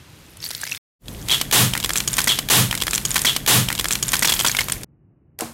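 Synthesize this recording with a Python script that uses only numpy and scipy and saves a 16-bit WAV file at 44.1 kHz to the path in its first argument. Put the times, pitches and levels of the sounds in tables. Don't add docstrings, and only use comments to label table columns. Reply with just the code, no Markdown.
import sys
import numpy as np
from scipy import signal
from scipy.fft import rfft, irfft, next_fast_len
from scipy.io import wavfile
from scipy.ndimage import uniform_filter1d, minimum_filter1d

SR = 44100
rng = np.random.default_rng(int(sys.argv[2]) if len(sys.argv) > 2 else 0)


def transcribe(u):
    v = np.clip(np.atleast_2d(u).T, -1, 1)
    q = np.round(v * 32767).astype(np.int16)
    wavfile.write(sys.argv[1], SR, q)


N = 243873
TIME = np.arange(N) / SR
CRUNCH_START_S, BLOCK_END_S = 0.405, 0.778
EGG_START_S, EGG_END_S = 0.99, 4.845
SQUELCH_START_S, SQUELCH_HZ = 1.296, 3280

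# start in seconds, level in dB, pitch in Hz, wetness in dB
POCKET_POPS = [(0.3703, -24.5, 9300, -3), (0.4028, -24, 5400, -9), (0.4224, -29, 4500, 1),
               (0.4273, -17, 4350.0, -14), (0.4402, -11.5, 4610.0, -10), (0.453, -15, 4270, -15),
               (0.4626, -13, 4520.0, -15), (0.4886, -15, 9450.0, -15), (0.506, -14, 4570.0, 13),
               (0.512, -16.5, 4570.0, 2), (0.549, -11.5, 4440.0, -1), (0.615, -15, 8550, -8.5),
               (0.634, -10, 1680.0, -14.5), (0.638, -12, 6290.0, -8), (0.6667, -15.5, 2680, 0.5),
               (0.6738, -17.5, 2280.0, -8.5), (0.6924, -23, 9900, -12.5), (0.7202, -6.5, 2630.0, -26.5),
               (0.7478, -15, 3550.0, -4.5), (1.0821, -18.5, 3380.0, 1), (1.2852, -7, 3570.0, 9),
               (1.3996, -27, 3880.0, 2), (1.413, 3.5, 3140.0, 3), (1.512, -5, 3320.0, 1),
               (1.7357, -2, 3120.0, -2), (1.7519, -6.5, 1810.0, -3), (1.7666, -10, 1890.0, -5),
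               (1.776, -6, 8910.0, 13), (1.801, -9, 2860.0, 10), (1.8276, -13, 3210.0, 1),
               (1.8387, -8, 3420.0, 14), (1.8454, 3, 3380.0, 0), (1.8597, -10.5, 9410.0, 15),
               (1.8928, -5, 3270.0, 9), (1.905, -5, 1770.0, -2), (1.934, -3.5, 7410.0, -6),
               (1.9573, -3, 2370.0, 7), (1.9655, -5.5, 7750.0, 16), (1.974, 2, 6520.0, -3),
               (1.982, -3, 7340.0, -8), (2.0029, -2, 2710.0, 2), (2.076, 6, 6590, -0.5),
               (2.0845, -7, 6770, -13), (2.1175, -16, 11500, -8), (2.131, -4.5, 8800, -7.5),
               (2.139, -4, 6780.0, -9.5), (2.168, -4.5, 8660.0, 1), (2.182, 2, 1850.0, 10),
               (2.1857, 20, 1590.0, 1.5), (2.2036, -6, 1830.0, 19), (2.216, -5, 6460.0, 4),
               (2.2417, -1.5, 8720.0, -3), (2.2732, 17.5, 1980.0, 3.5), (2.281, 3, 5560.0, -4),
               (4.2464, 13, 1980.0, 1), (4.2535, 8, 5560.0, 1.5), (4.2731, 5, 6520.0, 2.5),
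               (4.2828, -2.5, 3220, -0.5), (4.2927, 26, 3190.0, 9), (4.3211, 14, 3320.0, 0),
               (4.3377, 1.5, 6760.0, 3), (4.364, -11, 3210.0, -4), (4.3922, -1, 3190.0, 5),
               (4.4003, -0.5, 3290.0, 11.5), (4.4092, -4, 3080.0, 3), (4.421, -9.5, 8510.0, 1.5),
               (4.4469, 14, 1080.0, 2), (4.4631, 7, 3190.0, 2.5), (4.4712, 12, 6830.0, 3.5),
               (4.4821, 6, 5400.0, -2.5), (4.4962, -5.5, 1920.0, -2.5), (4.515, -4, 6320, -8.5),
               (4.5488, -3.5, 1980, -7.5), (4.5679, -2.5, 3270.0, 1), (4.5875, 17.5, 1830.0, -6.5),
               (4.6072, -3.5, 4110.0, 2.5), (4.614, -4.5, 1890.0, -5), (4.6844, -9, 1940.0, 7),
               (4.698, -8.5, 1960.0, 7.5), (4.7205, 6, 8570.0, -4), (4.833, -16.5, 6440, 9),
               (5.3891, -13.5, 11710.0, 0.5), (5.4077, -8.5, 8640, 13)]
# frequency in Hz, relative level in dB.
EGG_TONE = [(300, -3.5), (600, -9.5), (1100, -2.5), (1900, -0.5), (3300, -8), (4700, -5.5), (7000, -2),
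            (10000, -2.5), (13000, -0.5), (16000, -13.5)]
# frequency in Hz, relative level in dB.
ROOM_TONE = [(25, -34.5), (45, -6), (70, 2), (150, 3), (210, -7.5), (320, -6), (500, -20), (900, -27.5),
             (3000, -44)]


def pops(rows, attack_s=0.0004, pitch_rise=0.036, wobble_hz=260):
    # frequency in Hz, relative level in dB.
    tear_tone = [(200, 6), (600, -2.5), (1100, -2.5), (2000, 2.5), (3300, 3), (4800, 1), (8000, 3),
                 (12000, -2), (16000, -4.5)]
    out = np.zeros(N)
    tearing = coloured_noise(tear_tone)
    air, walls = rng.standard_normal(N), drift(per_s=1800)
    t = np.arange(SR // 20) / SR
    snap = resonance(signal.unit_impulse(len(t)), hz=980, width_hz=330)
    snap *= from_db(-6.5) / snap.max()
    spacings = rng.uniform(0.1, 0.35, (600, 2)) * [-1, 1]
    for (start_s, db, hz, wet_db, t60_s), spacing in zip(rows, spacings):
        now = slice(round(start_s * SR), round(start_s * SR) + len(t))
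        age = t / t60_s
        dying = from_db(-60 * age)
        wetness = min(1, from_db(wet_db + 6))
        pitch = hz * (1 + pitch_rise * np.minimum(age, 1)) + wobble_hz * wetness * walls[now]
        phase = 2 * np.pi * np.cumsum(pitch) / SR
        neighbours = wetness * dying * np.sin(np.outer(1 + spacing, phase)).sum(axis=0)
        ring = from_db(-2) * dying * (np.sin(phase) + neighbours) / np.hypot(1, wetness)
        splat = rms_one(resonance(air[now], hz, width_hz=2650))
        crack = from_db(wet_db) * dying * (from_db(-6.5) * tearing[now] + from_db(-8) * splat)
        body = wetness * 980 / hz * snap
        onset = 1 - np.exp(-t / attack_s)
        out[now] += from_db(db) * (onset * (ring + crack) / np.hypot(1, from_db(wet_db)) + body)
    return out


def pockets():
    in_block = stray_pockets(crunch_gain(), CRUNCH_START_S, BLOCK_END_S, per_s=69, above_db=12,
                             spread_db=4.5, low_hz=3470, high_hz=13920, wet_db=-7.5)
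    in_egg = stray_pockets(ooze_gain(), EGG_START_S, EGG_END_S, per_s=9.1, above_db=11,
                           spread_db=4, low_hz=2500, high_hz=12000, wet_db=-5.5)
    rows = np.vstack([POCKET_POPS, in_block, in_egg])
    start_s, db, hz, _ = rows.T
    base_t60_s = np.where(start_s < BLOCK_END_S, 0.018, 0.015)
    t60_s = base_t60_s * (3400 / hz) ** 0.05 * np.exp(0.0022 * db)
    return np.column_stack([rows, t60_s])


def stray_pockets(flow, start_s, end_s, per_s, above_db, spread_db, low_hz, high_hz, wet_db):
    when, size, pitch = rng.random((300, 3))[:int(per_s * (end_s - start_s))].T
    times = start_s + when * (end_s - start_s)
    flow_db = 20 * np.log10(flow[(times * SR).astype(int)] + 1e-9)
    db = flow_db + above_db - spread_db * np.log(size + 0.05)
    hz = low_hz * (high_hz / low_hz) ** pitch
    return np.column_stack([times, db, hz, np.full(len(times), wet_db)])


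def egg_burst(start_s=1.524, waver=0.022, wobble_hz=51):
    # frequency in Hz, relative level in dB.
    rip_tone = [(200, 0.5), (350, -0.5), (560, -2), (850, -0.5), (1400, -0.5), (2400, -2), (3200, 3),
                (4500, -4), (6500, -2.5), (9000, -2.5), (13000, -4), (16000, -9)]
    # pitch in Hz, relative level in dB.
    hollow_notes = [(104, -7.5), (123, 1), (146, -9.5), (175, -8.5), (206, -7.5), (283, -17)]
    froth = coloured(fizz(per_s=2500, spread_db=3.5, cycles=14), rip_tone)
    spray = rms_one(crackle(rip_tone, per_s=6900, spread_db=12, hiss_db=8) + 0.5 * froth)
    hollow = np.zeros(N)
    for hz, db in hollow_notes:
        pitch = hz * (1 + waver * drift(per_s=68))
        hollow += from_db(db) * np.sin(2 * np.pi * np.cumsum(pitch) / SR)
    rip = from_db(-5.5) * envelope(start_s, attack_s=0.004, hold_s=0.057, t60_s=0.28)
    throb = from_db(-16) * envelope(start_s, attack_s=0.08, hold_s=0.033, t60_s=0.36)
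    wobble = from_db(-25) * envelope(start_s, attack_s=0.057, hold_s=0, t60_s=0.27)
    return rip * spray + throb * rms_one(hollow) + wobble * np.sin(2 * np.pi * wobble_hz * TIME)


def slips(run_s=0.0682, every_s=0.0078, wet_db=-8, t60_s=0.022):
    age = np.arange(0, run_s, every_s)
    late, size, tuning = rng.standard_normal((40, 3))[:len(age)].T
    times = SQUELCH_START_S + age + 0.13 * every_s * late
    levels = -0.5 - 11 * (2 * age / run_s - 0.8) ** 2 + 2.5 * size
    pitches = SQUELCH_HZ * (1 + 0.014 * tuning)
    return [(start_s, db, hz, wet_db, t60_s) for start_s, db, hz in zip(times, levels, pitches)]


def finger_gap(popping, width_hz=337):
    rubbing = crackle(EGG_TONE, per_s=1200, spread_db=3.5, hiss_db=-10)
    rasp = rms_one(resonance(rubbing, SQUELCH_HZ, width_hz))
    rasp *= envelope(SQUELCH_START_S, attack_s=0.023, hold_s=0.044, t60_s=0.33)
    ringing = resonance(popping * egg_fade(), SQUELCH_HZ, width_hz)
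    return from_db(-25) * rasp + from_db(-4.5) * ringing


def egg_ooze():
    # frequency in Hz, relative level in dB.
    hand_tone = [(20, -15), (36, -3), (48, 3.5), (64, -4.5), (85, -6.5), (120, 0), (180, -4.5), (260, -10),
                 (500, -17.5), (1000, -24), (4000, -61)]
    films = crackle(EGG_TONE, per_s=4900, spread_db=2.5, hiss_db=7.5)
    squelch = from_db(3) * resonance(films, SQUELCH_HZ, width_hz=980)
    bubbles = from_db(-4) * fizz(per_s=350, spread_db=6, cycles=8)
    slime = rms_one(rms_one(films + squelch) + bubbles)
    hand = from_db(-34.5) * egg_fade() * coloured_noise(hand_tone)
    return np.hypot(ooze_gain(), trail_gain()) * slime + hand


def ooze_gain():
    # time in seconds, level in dB.
    flow = [(1.09, -44), (1.26, -42), (1.33, -22.5), (1.47, -43), (1.78, -36.5), (1.9, -41.5), (1.99, -31),
            (2.07, -39), (2.15, -32), (2.29, -35), (4.24, -27), (4.36, -28.5), (4.5, -31), (4.65, -38.5),
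            (4.74, -35.5), (4.8, -43)]
    return from_db(np.interp(TIME, *np.transpose(flow))) * egg_fade()


def trail_gain(t60_s=0.28):
    kicks = np.zeros(N)
    for start_s, db, _, _ in POCKET_POPS:
        kicks[round(start_s * SR)] = from_db(-33 + 0.45 * db) ** 2
    power = signal.lfilter([1], [1, -from_db(-120 / (t60_s * SR))], kicks + 1e-18)
    return np.sqrt(power) * egg_fade()


def egg_fade(fade_s=0.11):
    return np.clip((TIME - EGG_START_S) / fade_s, 0, 1) ** 2 * (TIME < EGG_END_S)


def block_crunch():
    # frequency in Hz, relative level in dB.
    block_tone = [(400, -16), (1000, -13.5), (2000, 1), (3000, -5), (4500, -2), (6500, -4.5), (9000, -4.5),
                  (13000, -2), (16000, -11.5)]
    films = crackle(block_tone, per_s=3800, spread_db=19.5, hiss_db=2.5)
    bubbles = coloured(fizz(per_s=420, spread_db=5, cycles=9), block_tone)
    return crunch_gain() * rms_one(films + from_db(0.5) * bubbles)


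def crunch_gain(tighten_s=0.22, give_way_s=0.02):
    grip = np.minimum(TIME / tighten_s, 1)
    giving = np.clip((TIME - CRUNCH_START_S) / give_way_s, 0, 1)
    return (from_db(-56) * grip + from_db(-38) * giving) * (TIME < BLOCK_END_S)


def sheet_press(touch_s=5.385, press_s=5.418):
    # pitch in Hz, relative level in dB, seconds to fade by 60 dB.
    table_notes = [(148, -15, 0.17), (232, -5.5, 0.49), (324, -1, 0.2), (448, 1.5, 0.067), (735, 3, 0.089),
                   (840, -17, 0.11), (1030, -5, .06), (1250, -23, 0.13)]
    sticky = from_db(-31) * envelope(touch_s, attack_s=0.017, hold_s=0.021, t60_s=0.4)
    # frequency in Hz, relative level in dB.
    sheet_tone = [(300, -5), (500, 0.5), (1100, 1), (1600, -4), (3000, -10.5), (5000, -9), (9000, -8),
                  (13000, -12), (16000, -22)]
    films = crackle(sheet_tone, per_s=3900, spread_db=0, hiss_db=3)
    t = np.maximum(TIME - press_s, 0)
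    knock = sum((-1) ** k * from_db(db - 60 * t / t60_s) * np.sin(2 * np.pi * hz * t)
                for k, (hz, db, t60_s) in enumerate(table_notes))
    thud = from_db(-41) * envelope(press_s, attack_s=0.0054, hold_s=0, t60_s=0.43)
    room = from_db(-55.5) * (TIME > EGG_END_S)
    return from_db(-26.5) * knock + sticky * films + (thud + room) * coloured_noise(ROOM_TONE)


def room_noise():
    # frequency in Hz, relative level in dB.
    hiss_tone = [(240, -37), (400, 0), (567, -5), (701, -6.5), (867, -7), (2190, -8), (2620, -6),
                 (15000, -20.5)]
    hiss = from_db(-50.5) * coloured_noise(hiss_tone)
    rumble = from_db(-48) * coloured_noise(ROOM_TONE)
    return (hiss + rumble) * (TIME < BLOCK_END_S)


def crackle(tone, per_s, spread_db, hiss_db):
    sizes = from_db(spread_db * np.minimum(rng.exponential(1, N), 4)) * rng.choice([-1, 1], N)
    snaps = rms_one(sizes * (rng.random(N) < per_s / SR))
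    return coloured(snaps + from_db(hiss_db) * rng.standard_normal(N), tone)


def fizz(per_s, spread_db, cycles):
    sizes = from_db(spread_db * np.minimum(rng.exponential(1, N), 3))
    kicks = sizes * (rng.random(N) < per_s / SR)
    pitches, chosen = np.geomspace(1500, 14000, 24), rng.integers(0, 24, N)
    rings = (resonance(kicks * (chosen == k) + 1e-18, hz, hz / cycles) for k, hz in enumerate(pitches))
    return rms_one(sum(rings))


def envelope(start_s, attack_s, hold_s, t60_s):
    t = TIME - start_s
    return np.clip(t / attack_s, 0, 1) * from_db(-60 * np.maximum(t - attack_s - hold_s, 0) / t60_s)


def resonance(x, hz, width_hz):
    r = np.exp(-np.pi * width_hz / SR)
    feedback = [1, -2 * r * np.cos(2 * np.pi * hz / SR), r * r]
    return signal.lfilter(np.array([1, 0, -1]) * (1 - r * r) / 2, feedback, x)


def coloured(x, tone):
    hz, db = np.transpose(tone)
    size = next_fast_len(N)
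    bins = np.maximum(np.arange(size // 2 + 1) * SR / size, 1)
    shape = from_db(np.interp(np.log(bins), np.log(hz), db, left=-80, right=-80))
    return rms_one(irfft(rfft(x, size) * shape, size)[:N])


def coloured_noise(tone):
    return coloured(rng.standard_normal(N), tone)


def drift(per_s):
    return np.interp(TIME * per_s, np.arange(8000), rng.standard_normal(8000))


def from_db(db):
    return 10 ** (np.asarray(db) / 20)


def rms_one(x):
    return x / np.sqrt(np.mean(x ** 2) + 1e-20)


def limiter(x, ceiling_db, window_s):
    size = max(int(window_s * SR), 3)
    needed = np.minimum(1, from_db(ceiling_db) / (np.abs(x).max(axis=0) + 1e-9))
    return x * uniform_filter1d(minimum_filter1d(needed, size), size)


def scene(repeat_from_s=1.315, repeat_s=0.97525):
    out = pops(np.vstack([slips(), pockets()]))
    out += finger_gap(out) + block_crunch() + room_noise() + egg_ooze() + egg_burst() + sheet_press()
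    out *= (TIME < BLOCK_END_S) | (TIME > EGG_START_S)
    start, length = round(repeat_from_s * SR), round(repeat_s * SR)
    out[start:start + 3 * length] = np.tile(out[start:start + length], 3)
    return np.array([out, out])


def record(dry, cutoff_hz=15800):
    held = limiter(dry, ceiling_db=-7.5, window_s=0.00042)
    return signal.sosfilt(signal.ellip(10, 0.2, 80, cutoff_hz, fs=SR, output="sos"), held)


dry = scene()
out = record(dry)
transcribe(out)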